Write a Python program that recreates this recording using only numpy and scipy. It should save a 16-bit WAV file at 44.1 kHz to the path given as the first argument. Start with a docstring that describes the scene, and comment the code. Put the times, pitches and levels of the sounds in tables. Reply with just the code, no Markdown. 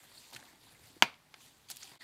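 """A padded ring binder is folded shut on a wooden table in a quiet room.
Over steady room noise, plastic sleeves and cover rub (filtered random grains) and crackle (short noise puffs).
At about 1 s the strap's stud snaps home (ringing modes); binder, table and room answer (decaying noise bands).
From 1.7 s the crackling is strongest, and then the binder slides away and its top treble fades.
Near 2 s the sound dips out briefly, and a last whistling scrape (resonant noise) begins."""
import sys
import numpy as np
from scipy import signal
from scipy.fft import rfft, irfft
from scipy.io import wavfile

SR = 44100
rng = np.random.default_rng(int(sys.argv[2]) if len(sys.argv) > 2 else 0)


def wav_record(signal):
    """Record a signal, one row per channel, as 16-bit PCM in the file named by sys.argv[1]."""
    frames = np.transpose(np.atleast_2d(signal))
    bounded = np.clip(frames, -1, 1)
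    # unit amplitude maps onto the largest positive 16-bit level
    quanta = np.round(bounded * 32767).astype(np.int16)
    wavfile.write(sys.argv[1], SR, quanta)


def undo_db(level):
    """Turn decibels back into plain size, where 20 dB means ten times bigger."""
    steps = np.asarray(level, float) / 20
    return 10 ** steps


N = 89787  # length [samples]


def rms_one(x):
    """Normalisation: divide a signal by its root mean square."""
    return x / np.sqrt(np.mean(x ** 2) + 1e-20)


def at_hz(points, hz):
    """Spectral interpolation: read a table linearly over logarithmic frequency."""
    table_hz, values = np.array(points).T
    return np.interp(np.log(hz), np.log(table_hz), values)


def drift(rate_hz):
    """Slow random modulation: white noise through two equal low-pass poles, scaled to rms 1."""
    step = 40  # computed at every 40th sample, then interpolated
    pole = np.exp(-2 * np.pi * rate_hz * step / SR)
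    noise = rng.standard_normal(N // step + 2002)
    slow = signal.lfilter([1], [1, -2 * pole, pole * pole], noise)[2000:]  # skip the settling
    return np.interp(np.arange(N) / step, np.arange(len(slow)), rms_one(slow))


def bands(source, spectrum):
    """Third-octave analysis: (centres [Hz], band signals) from two coloured sources; the sum has rms 1."""
    edges = 22 * 2 ** (np.arange(30) / 3)
    centres = np.sqrt(edges[1:] * edges[:-1])
    size = source.shape[1]
    bin_hz = np.arange(1, size // 2 + 2) * SR / size
    coloured = irfft(rfft(source) * undo_db(at_hz(spectrum, bin_hz)), size)
    parts = []
    for k in range(len(centres)):
        band = signal.butter(2, edges[k:k + 2], "band", fs=SR, output="sos")
        parts.append(signal.sosfilt(band, coloured[k % 2]))  # neighbouring bands use different sources
    parts = np.array(parts)
    return centres, parts / np.sqrt(np.mean(np.sum(parts, axis=0) ** 2))


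# Spectrum of the air and rumble in the room: (frequency [Hz], relative density [dB per Hz])
ROOM_TONE = [(25, -17), (133, -4.5), (179, -10), (371, -16), (654, -19), (729, -16.5), (1060, -18.5),
             (1250, -20.5), (4100, -23), (15800, -31.5)]


def room_tone():
    """Stationary noise: steady air and rumble, with a slow level modulation of the bass."""
    level_db, waver_db, waver_hz = -67.5, 2.0, 2.2  # rms before the wavering; rms of the wavering; its rate
    hz, parts = bands(rng.standard_normal((2, N)), ROOM_TONE)
    bass = (hz < 500)[:, None]
    return undo_db(level_db) * np.sum(parts * undo_db(bass * waver_db * drift(waver_hz)), axis=0)


# Hands and cover rubbing: (time [s], level above the split [dB], level below the split [dB])
RUB = [(0, -62.5, -66.5), (.08, -62.5, -67), (.17, -58, -65.5), (.25, -60, -66.5), (.322, -59.5, -65.5),
       (.335, -53.5, -56), (.42, -64, -63.5), (.49, -62.5, -63), (.58, -69.5, -68), (.7, -63, -67.5),
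       (0.789, -68.5, -68.5), (0.859, -61, -66.5), (1.001, -68.5, -68.5), (1.1, -84.5, -78),
       (1.29, -78, -71.5), (1.391, -62.5, -68.5), (1.471, -61, -70.5), (1.55, -69.5, -71),
       (1.684, -69.5, -76), (1.688, -53, -73), (1.72, -53.5, -59), (1.745, -58.5, -71.5), (1.8, -57, -68),
       (1.84, -54, -63), (1.95, -59.5, -63.5), (2.04, -54, -61.5)]
# Colour the cover gives to the friction: (frequency [Hz], gain [dB])
RUB_COLOUR = [(150, -14.5), (250, 0), (500, -8.5), (900, -3), (1250, -8.5), (2300, -3), (3500, 1.5),
              (4750, 2.5), (5300, -5), (7300, -2.5), (12300, -7), (15800, -12.5)]


def rub():
    """Friction as random micro-impacts: uneven grains over noise; treble and middle swell apart."""
    grains_per_s, grain_spread_db = 2300, 4
    split_hz, patchy_db, patchy_hz = 2500, 2.5, 15.0
    dull_s, dull_hz, dull_db_per_s = 1.7964, 5500, -29.5  # the sliding binder moves off, its top treble fades
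    s, treble_db, middle_db = np.transpose(RUB)
    t = np.arange(N) / SR
    sizes_db = grain_spread_db * np.minimum(rng.exponential(1, (2, N)), 5)
    signs = rng.choice([-1, 1], (2, N))
    struck = rng.random((2, N)) < grains_per_s / SR
    friction = undo_db(sizes_db) * signs * struck + .5 * rng.standard_normal((2, N))
    hz, parts = bands(friction, RUB_COLOUR)
    parts = parts * undo_db([patchy_db * drift(patchy_hz) for _ in hz])  # each band wavers by itself
    parts[hz > dull_hz] *= undo_db(dull_db_per_s * np.maximum(t - dull_s, 0))
    high = hz > split_hz
    treble = rms_one(parts[high].sum(axis=0))
    middle = rms_one(parts[~high].sum(axis=0))
    return undo_db(np.interp(t, s, treble_db)) * treble + undo_db(np.interp(t, s, middle_db)) * middle


# Crackles of plastic sleeves, taps of fingers and cover:
# (time [s], peak level [dB], centre frequency [Hz], width [octaves], t60 [s])
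CRACKLES = [(0.036, -57.5, 1011, 0.822, 0.01793), (0.117, -51.5, 769.2, 0.956, 0.01103),
            (0.175, -45.5, 4320, 0.2285, 0.04373), (.304, -44, 7983, 0.813, 0.004055),
            (.326, -49.5, 757.4, 0.704, 0.04007), (.332, -35.5, 5500, 2.414, 0.0071),
            (.335, -40, 2526, 1.654, 0.0096), (0.342, -38, 5500, 1.504, 0.00809),
            (0.3486, -32.5, 4287, 1.3157, 0.01099), (0.3628, -34.5, 2291, 1.3107, 0.02825),
            (0.362, -37.5, 7844, 1.073, 0.03686), (.350, -52.5, 80.86, 2.357, 0.1874),
            (0.401, -42, 4932, 1.492, 0.00858), (.427, -43.5, 1005, 2.002, 0.01043),
            (.669, -55, 863.6, 0.2512, 0.0219), (.963, -50.5, 312.5, 1.0346, .04),
            (1.142, -45.5, 2971, 1.103, 0.01202), (1.3415, -35, 1736, 2.3018, 0.01681),
            (1.408, -50, 1776, 1.69, 0.0138), (1.701, -25.5, 5016, 3.68, 0.01979),
            (1.703, -54.5, 760.5, 0.5976, 0.05525), (1.708, -28, 7992, 1.681, 0.02037),
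            (1.7128, -27.5, 5808, 1.409, 0.032), (1.761, -36.5, 8000, 2.2, 0.0126),
            (1.7693, -31.5, 5971, 2.6, 0.012296), (1.825, -38, 2490, 2.445, 0.04586),
            (1.831, -36.5, 6277, 0.3188, 0.02146), (1.918, -50.5, 301.6, 3.18, 0.02933),
            (1.959, -51, 703.9, 1.614, 0.0157)]


def crackles():
    """Impulsive excitation: a tick and a short decaying puff of noise, each in a band of its own."""
    rise_share, tick_db = 0.05047, 11.5  # rise time as a share of t60; tick over noise, before filtering
    out, size = np.zeros(N + SR), SR // 10
    t = np.arange(size) / SR
    for s, db, hz, octaves, t60 in CRACKLES:
        half = 2 ** (np.clip(octaves, .2, 5) / 2)
        edges = np.clip([hz / half, hz * half], 60, .45 * SR)
        envelope = undo_db(-60 * t / t60) * (1 - np.exp(-t / (rise_share * t60)))
        tick = (t == 0) * undo_db(tick_db)
        push = rng.standard_normal(size) * envelope + tick
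        puff = signal.sosfilt(signal.butter(2, edges, "band", fs=SR, output="sos"), push)
        start = int(s * SR)
        out[start:start + size] += undo_db(db) * puff / np.abs(puff).max()
    return out[:N]


# Contacts as the stud jumps in and rattles to rest: (time [s], strength [dB])
SNAP = [(1.0233, -5), (1.0241, -9.5)]
# Modes of stud and cover, the last two the humming metal rings:
# (frequency [Hz], level per unit contact before the low cut [dB], t60 [s])
STUD = [(133.5, -36.5, .14), (219.53, -24, 0.038), (335.81, -25, .05), (453.73, -27.5, 0.035),
        (656.4, -4.5, 0.016), (969.08, -7.5, 0.018), (1371.7, -15, 0.019514), (1667.3, 2, 0.0053),
        (2226.7, -2.5, 0.007), (2473.6, -12.5, 0.02), (3054.2, 3.5, .011), (3339.9, 0.5, .008),
        (3804, -18, 0.009), (4505.9, -11.5, 0.026), (5730, -13, 0.018), (6838.5, -12, 0.0078),
        (11649, -9, 0.00062), (937.02, -31.5, 0.12), (2429.6, -32, .13)]


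def snap():
    """Modal synthesis: each contact sets all damped modes ringing, successive ones in opposite sense."""
    low_cut_hz = 180  # the small binder radiates no deep bass
    clicks = np.zeros(N) + 1e-18
    for s, db in SNAP:
        clicks[int(s * SR)] = -undo_db(db)
    ringing = np.zeros(N)
    for k, (hz, db, t60) in enumerate(STUD):
        radius, angle = undo_db(-60 / (t60 * SR)), 2 * np.pi * hz / SR
        feedback = [1, -2 * radius * np.cos(angle), radius * radius]
        ringing += (-1) ** k * signal.lfilter([0, undo_db(db) * np.sin(angle)], feedback, clicks)
    return signal.sosfilt(signal.butter(2, low_cut_hz, "high", fs=SR, output="sos"), ringing)


def tail(spectrum, level_db, t60s, rise_s):
    """Frequency-dependent decay: noise starts at the first contact and dies band by band."""
    size = N // 2
    t = np.arange(size) / SR
    hz, parts = bands(rng.standard_normal((2, size)), spectrum)
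    t60 = np.maximum(at_hz(t60s, hz), .01)[:, None]
    dying = np.sum(parts * undo_db(-60 * t / t60), axis=0)
    out, start = np.zeros(2 * N), int(SNAP[0][0] * SR)
    out[start:start + size] = undo_db(level_db) * dying * (1 - np.exp(-t / rise_s))
    return out[:N]


# Spectrum of the shudder: (frequency [Hz], relative density [dB per Hz])
SHUDDER = [(90, -46), (300, -10), (570, -11), (720, -2.5), (1000, -0.5), (1900, -4), (2500, -0.5),
           (3100, -5.5), (4400, -10.5), (6500, -11.5), (9000, -20.5)]
# Its decay: (frequency [Hz], t60 [s])
SHUDDER_T60 = [(150, 0.09838), (1000, 0.066), (3000, 0.061), (12000, 0.0422)]


def shudder():
    """Structural damping: binder and table shudder after the snap as quickly dying noise."""
    return tail(SHUDDER, -20.5, SHUDDER_T60, rise_s=0.0021)  # level in dB before decay


# Spectrum of the room's answer: (frequency [Hz], relative density [dB per Hz])
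ECHO = [(71, -45.5), (120, -16.5), (208, -9), (450, -14), (917, -7.5), (1910, -12), (2240, -6),
        (3510, -14.5), (4670, -14.5), (5170, -22), (15500, -39.5)]
# Its decay: (frequency [Hz], t60 [s])
ECHO_T60 = [(150, .25), (1000, 0.29055), (3000, 0.264), (12000, 0.24)]


def echo():
    """Diffuse reverberation: the room answers the snap with noise that builds up and dies more slowly."""
    return tail(ECHO, -36.5, ECHO_T60, rise_s=0.0047)  # level in dB before decay


# A last scrape that whistles: (frequency [Hz], width of each resonance [Hz], level before the fade-in [dB])
SCRAPE = (1918.7, 363, -54)


def scrape():
    """Resonant filtering: noise passed twice through a narrow resonance whistles near its frequency."""
    start_s, fade_in_s = 2.003, 0.00731
    hz, width_hz, db = SCRAPE
    radius = np.exp(-np.pi * width_hz / SR)
    feedback = [1, -2 * radius * np.cos(2 * np.pi * hz / SR), radius * radius]
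    whistle = rng.standard_normal(N)
    for _ in range(2):
        whistle = signal.lfilter([1, 0, -1], feedback, whistle)
    gate = np.clip((np.arange(N) / SR - start_s) / fade_in_s, 0, 1)
    return undo_db(db) * rms_one(whistle) * gate


def scene():
    """Linear superposition: all sources add in one channel."""
    hit = snap() + shudder() + echo()
    return (hit + crackles() + rub() + scrape() + room_tone())[None]


def low_pass(x):
    """Removes everything above the highest recorded frequency."""
    return signal.sosfilt(signal.butter(12, 16810, fs=SR, output="sos"), x)


def record(dry):
    """Amplitude modulation and low-pass filtering: a brief fade out and in, then the top is cut."""
    dip_s, fade_out_s, fade_in_s = 1.988, 0.029843, 0.021916  # silent instant; fades before and after it
    t = np.arange(N) / SR - dip_s
    fade = np.clip(np.maximum(-t / fade_out_s, t / fade_in_s), 0, 1) ** 1.275
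    top_cut = signal.cheby2(10, 60, 16800, fs=SR, output="sos")  # 60 dB down from 16800 Hz
    mix = signal.sosfilt(top_cut, dry * fade)
    return low_pass(mix)


dry = scene()
out = record(dry)
wav_record(out)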